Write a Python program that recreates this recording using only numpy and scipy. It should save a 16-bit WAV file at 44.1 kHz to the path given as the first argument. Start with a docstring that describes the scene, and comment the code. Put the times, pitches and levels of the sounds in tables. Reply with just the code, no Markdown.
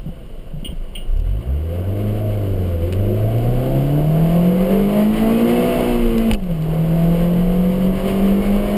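"""Inside a small four-cylinder car. First it idles, the controls thump and something small pings twice.
After a second it pulls away, the trim clicks, and the revs sag as the clutch bites. They climb until
5.7 s; near 6.3 s the car shifts up with a clunk, then pulls again. All along, the engine's firing note,
growl, rush of air and rasp swell and fade as the revs pass pitches at which the cabin rings, and the
road rumbles below. Holding each sample at a low rate adds a gritty treble."""
import sys
import numpy as np
from scipy import signal
from scipy.fft import rfft, irfft, next_fast_len
from scipy.io import wavfile
from scipy.ndimage import map_coordinates

SR = 44100
rng = np.random.default_rng(int(sys.argv[2]) if len(sys.argv) > 2 else 0)


def materialize(psi):
    """Save the field psi as 16-bit PCM at rate SR to the path in sys.argv[1].

    A 1-D psi becomes a single channel; in a 2-D psi each row is a channel.
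    """
    bounded = np.clip(np.atleast_2d(psi).T, -1, 1)
    quanta = np.round(bounded * 32767).astype(np.int16)
    wavfile.write(sys.argv[1], SR, quanta)


N = 386757

# How often the cylinders fire, twice for each turn of the crankshaft: t/s, f/Hz
FIRING_RATE = [(0.0, 22.73), (1.07, 24.36), (1.65, 80), (2.01, 103.8), (2.2, 106.2), (2.38, 103.2),
               (2.8, 81.9), (3.01, 97.85), (3.75, 133.9), (4.92, 204.9), (5.21, 220.4), (5.67, 245.6),
               (5.9, 241.5), (6.17, 226.8), (6.3, 224.4), (6.4, 191.2), (6.58, 156.5), (6.7, 158.7),
               (7.77, 185.43), (8.77, 206.5)]
# How far the gas pedal is down: t/s, throttle/0-1
THROTTLE = [(0, 0), (.95, 0.21), (1.5, 0.42), (2.05, 0.73), (2.4, 0.72), (2.85, 0.84), (3.2, 0.9),
            (5.86, 0.95), (6.05, 0.51), (6.33, 0.73), (6.38, 0.02), (6.8, 0.74), (8.77, 0.79)]
# How loudly the cabin carries the firing note at full throttle: f/Hz, level/dB
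NOTE_LEVEL = [(23, -25), (26, -5.5), (35, -9.5), (50, -11.5), (68, -9), (82, -18), (98, -17.5),
              (175, -13.5), (210, -11), (245, -17.5)]
# Firing rates at which the note cancels where the listener sits: f/Hz, width/Hz, level/dB
NOTE_DEAD_SPOTS = [(59.1, 6.2, -17.5), (130.5, 6.9, -7), (190.4, 3, -9.5), (204.1, 4.3, -8),
                   (217.8, 2.9, -11.5), (244, 1.9, -7.5)]
# The octave above the note, which turns slow firings into thuds: firing f/Hz, relative level/dB
THUD_OVERTONE = [(23, -25.5), (35, -7.5), (55, -12), (70, -17), (90, -25)]
# How well sound gets through the wall between engine and cabin: f/Hz, level/dB
ENGINE_WALL = [(20, -26), (60, -11.5), (100, -6), (130, 0.5), (260, -1), (390, -1), (550, -1.5), (700, -2),
               (810, -9.5), (1100, -11.5), (1350, -15), (2200, -32), (3000, -32)]
# Pitches at which the cabin rings: f/Hz, width/Hz, level/dB
CABIN_RESONANCES = [(175, 22, 2.5), (205, 21, 6.5), (294, 15, 3.5), (350, 41, 6.5), (389, 24, 6),
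                    (447, 29, 6), (516, 33, 10), (607, 30, 4), (668, 34, 8.5), (723, 18, 7.5), (860, 34, 4),
                    (1075, 50, 4), (2015, 27, 6), (2203, 36, 8), (2662, 21, 7)]
# An "order" is a tone at a multiple of the crank's speed. Each takes its own route to the cabin,
# with its own peaks and notches: order, f/Hz, width/Hz, level/dB
ORDER_PEAKS = [(1, 95, 30, -9), (3, 260, 80, -4), (3, 358, 40, 8), (4, 208, 10, 4), (4, 282, 30, 11),
               (4, 330, 70, -10), (4, 432, 15, -9), (4, 468, 30, 5), (4.5, 439, 25, 6), (5, 333, 40, 7),
               (5, 450, 50, -6), (5.5, 490, 70, 9), (5.5, 600, 70, -4), (6, 305, 20, 10), (6, 460, 50, -6),
               (6, 515, 20, 3), (6, 550, 20, -6), (6, 620, 25, 8), (6.5, 554, 20, 10), (7, 360, 20, 10),
               (8, 290, 60, 5), (8, 730, 50, -9), (12, 503, 24, 12), (12, 590, 25, 7), (12, 645, 30, 6),
               (12, 735, 40, 6), (12, 1050, 200, -5)]
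# Firing rates at which the engine runs harsher or smoother: f/Hz, width/Hz, relative level/dB
HARSHNESS = [(130.6, 18, 1.5), (154.6, 9, -2), (170.3, 6.38, 1.5), (182.4, 4.4, -1.5), (191.86, 2.667, 3.5),
             (210.2, 7.7, 2.5), (214.4, 7.9, -6), (218, 8.6, 3), (246.8, 5.2, 2.5)]
# Tone colour of the air being sucked in: f/Hz, level/dB
INTAKE_COLOUR = [(40, -33), (90, -9.5), (130, 2.5), (200, 4.5), (280, 0.5), (400, -3.5), (550, -1),
                 (690, -6), (800, -12.5), (1150, -21.5), (1500, -15), (2500, -47)]
# Tone colour of the valves' hiss: f/Hz, level/dB
VALVE_COLOUR = [(590, -30), (1000, -5.5), (1050, -2.5), (1180, -2.5), (1320, -12), (1480, -12), (1780, -12),
                (2150, -6.5), (2490, -10.5), (2960, -5), (3640, -18.5), (4940, -18.5), (5900, -27.5),
                (7670, -71), (13000, -120)]
# Whine of the timing drive, which turns the camshaft: order, relative level/dB
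WHINE_ORDERS = [(16.5, -21), (18, -12.5), (19, -24), (22, -13), (24, -17)]
# Brief dips in the level just after two jolts, most in the treble: t/s, strength (more negative is deeper)
JOLT_DIPS = [(1.205, -3), (6.355, -22.5)]
# Dull knocks of pedals, gear lever and drivetrain: t/s, peak level/dB, f/Hz, time to fade 60 dB/s
THUMPS = [(0.061, -19, 160, 0.19), (0.089, -18.5, 170, 0.054), (.535, -24, 155, 0.19),
          (0.569, -23.5, 154, 0.16), (0.628, -22.5, 196, 0.039), (0.66, -21, 232, 0.015),
          (0.684, -20.5, 62.5, 0.28), (0.725, -23, 160, 0.079), (6.306, -11.5, 93.1, 0.06),
          (6.313, -21, 834, 0.037), (6.322, -7, 43.7, 0.15), (6.356, -13, 21.77, 0.3)]
# Clicks of trim and gear linkage: t/s, peak level/dB, relative level of the crack/dB
CLICKS = [(1.1714, -36, 0), (1.1987, -35, 8), (2.9255, -18.5, -2), (2.9348, -20.5, -7), (3.3832, -29, 0),
          (6.1814, -18, 2), (6.3136, -8, -11), (6.3352, -12.5, 1), (6.3455, -19, -10), (6.4393, -34, 0),
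          (6.6238, -30, 5)]
# Tones of the clicking plastic: f/Hz, level/dB, time to fade 60 dB/s
PLASTIC_MODES = [(1740, -6.5, 0.013), (2450, 9, 0.005), (2640, -9, 0.073), (2900, 4.5, 0.018),
                 (4860, -18, 0.061)]
# Two bright pings: t/s, peak level/dB
PINGS = [(0.646, -21), (.951, -20.5)]
# Tones of the small hard thing that pings: f/Hz, level/dB, time to fade 60 dB/s
PING_MODES = [(2160, -10, 0.083), (2400, -13.5, 0.11), (2530, -18, 0.061), (2880, 0.5, 0.2),
              (2880, -3, 0.084), (3330, -21, 0.22), (3190, 3.5, 0.11), (3040, -2.5, .11),
              (3520, -30, 0.075), (3920, -25, 0.11)]
# How hard the road shakes the body: t/s, relative level/dB
ROAD_SHAKE = [(0, -29), (1, -29.5), (2.1, -29.5), (2.68, -23.5), (2.95, -25), (4.1, -20), (4.8, -28.5),
              (6.2, -24), (7.4, -23.5), (8.2, -22.5), (8.77, -23)]
# Tone colour of that shaking: f/Hz, level/dB
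ROAD_COLOUR = [(8, -19.5), (18, -16), (28, 3.5), (40, -11.5), (55, -14), (80, -21), (150, -21), (300, -59)]


def firing_note(crank, crank_hz, throttle, load_db=10, third_harmonic_db=-6):
    """Two firings a turn make the main note; at low revs it sharpens into separate thuds."""
    firing_hz, angle = 2 * crank_hz, 2 * crank
    level_db = along(NOTE_LEVEL, firing_hz) + load_db * (throttle - 1)
    level_db += 1.5 * wobble(25) + 0.14 * wobble(5.7) + 0.38 * dips_db()
    note = amp(peaks(NOTE_DEAD_SPOTS, firing_hz)) * np.cos(angle)
    overtones = np.cos(2 * angle) + amp(third_harmonic_db) * np.cos(3 * angle)
    thud = amp(along(THUD_OVERTONE, firing_hz)) * overtones
    return np.sqrt(2) * amp(level_db) * (note + thud)


def cylinder_growl(crank, crank_hz, throttle, gain_db=-37, load_db=17, tilt_db=-2.5, uneven_db=3.5):
    """Unequal cylinders sound every half order; each swells with throttle and where the cabin rings."""
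    grid_hz = np.arange(SR // 8)
    path_db = along(ENGINE_WALL, grid_hz) + cabin_db(grid_hz)
    twisted = crank + .016 * wobble(70)  # uneven burning twists the crank and roughens high orders
    growl = np.zeros(N)
    for order in np.arange(2, 28) / 2:
        if order != 2:  # order 2 is the firing note
            route_db = peaks([row[1:] for row in ORDER_PEAKS if row[0] == order], grid_hz)
            # Whole orders are a little stronger, even ones much stronger.
            source_db = tilt_db * np.log2(order) + (order % 1 == 0) + 5.5 * (order % 2 == 0)
            heard_db = np.take(path_db + route_db, (order * crank_hz).astype(int), mode="clip")
            growl += amp(source_db + heard_db + uneven_db * wobble(8)) * tone(order * twisted)
    revs_db = 4 * np.log2(crank_hz / 60) + .8 * peaks(HARSHNESS, 2 * crank_hz)
    return amp(gain_db + load_db * (throttle - 1) + revs_db) * growl


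def intake_rush(crank, crank_hz, throttle, gulp=0.23, gain_db=-43.5):
    """The engine gulps air once a firing, and the rush makes the cabin ring."""
    air = noise(lambda hz: along(INTAKE_COLOUR, hz) + 0.84 * cabin_db(hz))
    pulse = 1 + gulp * np.cos(2 * crank) + 0.13 * np.cos(crank / 2)
    drive_db = effort_db(crank_hz, throttle, revs_db=4.5, load_db=9, harsh=0.99)
    return amp(gain_db + drive_db + .5 * dips_db() + wobble(12)) * unit(air * pulse)


def valve_rasp(crank, crank_hz, throttle, gain_db=-58, whine_db_per_octave=17):
    """Metallic hiss pulses with each firing and camshaft turn; the timing drive whines at high revs."""
    hiss = noise(lambda hz: along(VALVE_COLOUR, hz) + 0.2 * cabin_db(hz))
    pulse = np.exp(0.03 * np.cos(2 * crank) + 0.046 * np.cos(crank / 2))
    rasp = unit(hiss * pulse)
    grid_hz = np.arange(SR // 8)
    lift_db = cabin_db(grid_hz)
    rise_db = whine_db_per_octave * np.log2(crank_hz / 120)
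    for order, db in WHINE_ORDERS:
        ringing_db = np.interp(order * crank_hz, grid_hz, lift_db)
        rasp += amp(db + rise_db + ringing_db + 3.2 * wobble(14)) * tone(order * crank)
    drive_db = effort_db(crank_hz, throttle, revs_db=7.5, load_db=7, harsh=1.11)
    return amp(gain_db + drive_db + dips_db() + 1.13 * wobble(22)) * unit(rasp)


def effort_db(crank_hz, throttle, revs_db, load_db, harsh):
    """Engine noise grows with revs and throttle, and peaks at the harsh speeds."""
    return revs_db * crank_hz / 50 + load_db * throttle + harsh * peaks(HARSHNESS, 2 * crank_hz)


def dips_db(fall_s=.004, recovery_s=0.052):
    """The level drops quickly after a jolt and soon comes back."""
    total_db = np.zeros(N)
    for start, strength in JOLT_DIPS:
        age = np.maximum(np.arange(N) / SR - start, 0)
        total_db += strength * (1 - np.exp(-age / fall_s)) * np.exp(-age / recovery_s)
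    return total_db


def cabin_db(hz):
    """The boost the cabin gives to pitches at which it rings."""
    return peaks(CABIN_RESONANCES, hz)


def control_thumps(t, rise_s=0.0013):
    """Pedals, lever and drivetrain knock: each is one dying tone with a little dull noise."""
    track = np.zeros(N)
    for start, db, hz, fade_s in THUMPS:
        body = np.sin(2 * np.pi * hz * t) + 0.094 * burst(t, 4, 620)
        add(track, start, body * 1000 ** (-t / fade_s) * (1 - np.exp(-t / rise_s)), db)
    return track


def trim_clicks(t, crack_s=0.0034):
    """Plastic gives a sharp crack and rings for a moment."""
    track = np.zeros(N)
    for start, db, crack_db in CLICKS:
        body = ring(PLASTIC_MODES, t)
        crack = amp(crack_db) * np.exp(-t / crack_s) * burst(t, 1, [3600, 5800], "band")
        add(track, start, body + crack, db)
    return track


def pings(t, rise_s=0.00073, tick_s=0.0069):
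    """Something small and hard ticks, rings with a rattle and echoes round the cabin."""
    track = np.zeros(N)
    for start, db in PINGS:
        rattle = 1 + .5 * burst(t, 2, 160)
        body = rattle * ring(PING_MODES, t)
        tick = 0.21 * np.exp(-t / tick_s) * burst(t, 2, [1800, 5800], "band")
        ping = (body + tick) * (1 - np.exp(-t / rise_s))
        add(track, start, signal.fftconvolve(ping, cabin_echoes(t)), db)
    return track


def cabin_echoes(t, strength=0.9, fade_s=0.26, count=90):
    """Sound arrives directly, then bounces off the glass and trim."""
    echo = np.zeros(len(t))
    echo[rng.integers(SR // 400, SR // 14, count)] = rng.standard_normal(count)
    echo *= 1000 ** (-t / fade_s)
    return (t == 0) + strength * echo / np.linalg.norm(echo)


def road_rumble(gain_db=-1):
    """The road shakes the body in uneven lumps."""
    lumps = amp(wobble(7))
    rumble = noise(lambda hz: along(ROAD_COLOUR, hz))
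    return amp(over_time(ROAD_SHAKE) + gain_db) * unit(rumble * lumps)


def faint_hiss(centre_hz=2900, width_hz=380, level_db=-58):
    """A steady, narrow hiss, heard when the engine is quiet."""
    return amp(level_db) * noise(lambda hz: -20 * np.log10(1 + (2 * (hz - centre_hz) / width_hz) ** 2))


def amp(db):
    """Turn decibels into a multiplier."""
    return np.exp(np.asarray(db) * (np.log(10) / 20))


def unit(x):
    """Scale to an average strength (rms) of 1."""
    return x / np.sqrt(np.mean(x ** 2) + 1e-20)


def along(points, hz):
    """Read between (f/Hz, value) points on a pitch scale."""
    f, values = np.transpose(points)
    return np.interp(np.log(hz + 1), np.log(f + 1), values)


def over_time(points):
    """Join (t/s, value) points into one value per sample."""
    return np.interp(np.arange(N) / SR, *np.transpose(points))


def peaks(rows, hz):
    """Add up peaks and notches, in dB."""
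    return sum(db / (1 + (2 * (hz - centre) / width) ** 2) for centre, width, db in rows)


def wobble(rate):
    """A smooth curve through `rate` random values a second."""
    coarse = np.linspace(0, N, num=4000)
    values = rng.standard_normal(int(N * rate / SR) + 4)
    return np.interp(np.arange(N), coarse, map_coordinates(values, [coarse * rate / SR], mode="nearest"))


def filtered(x, response):
    """Multiply each frequency in x by response(hz)."""
    size = next_fast_len(N + SR // 2)
    return irfft(rfft(x, size) * response(np.fft.rfftfreq(size, 1 / SR)), size)[..., :N]


def noise(colour_db):
    """Noise of rms 1 with the given tone colour."""
    return unit(filtered(rng.standard_normal(N), lambda hz: amp(colour_db(hz))))


def burst(t, steepness, edge_hz, kind="low"):
    """A short piece of filtered noise of rms 1."""
    band = signal.butter(steepness, edge_hz, kind, fs=SR, output="sos")
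    return unit(signal.sosfilt(band, rng.standard_normal(len(t))))


def tone(angle):
    """A sine of rms 1 with a random starting phase."""
    return np.sqrt(2) * np.sin((angle + 2 * np.pi * rng.random()).astype(np.float32))


def ring(modes, t):
    """The dying tones of a struck object."""
    return sum(amp(db) * 1000 ** (-t / fade_s) * np.sin(2 * np.pi * (hz * t + rng.random()))
               for hz, db, fade_s in modes)


def add(track, start_s, sound, peak_db):
    """Mix a sound into the track."""
    part = track[round(start_s * SR):][:len(sound)]
    part += amp(peak_db) * sound[:len(part)] / np.abs(sound).max()


def scene():
    """Everything meets at one spot behind the seats, the same in both channels."""
    crank_hz = over_time(FIRING_RATE) / 2 * (1 + .001 * wobble(30))
    crank = 2 * np.pi * np.cumsum(crank_hz) / SR  # the shaft's angle in radians
    throttle = over_time(THROTTLE)
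    engine_parts = (firing_note, cylinder_growl, intake_rush, valve_rasp)
    engine = sum(part(crank, crank_hz, throttle) for part in engine_parts)
    background = road_rumble() + faint_hiss()
    t = np.arange(SR // 3) / SR  # seconds since a knock began
    knocks = control_thumps(t) + trim_clicks(t) + pings(t)
    return np.tile(engine + knocks + background, (2, 1))


def record(dry, hold_hz=12000, top_hz=15400):
    """Holding each sample mirrors the sound below half the hold rate up into the treble."""
    roll_off = [(4500, 0), (5300, -3), (5950, -13)]  # f/Hz, level/dB
    band = filtered(dry, lambda hz: amp(along(roll_off, hz)) * (hz < hold_hz / 2))
    mirrored = band * (1 + 2 * np.cos(2 * np.pi * hold_hz * np.arange(N) / SR))
    return filtered(mirrored, lambda hz: np.sinc(hz / hold_hz) * (hz < top_hz))


dry = scene()
out = record(dry)
materialize(out)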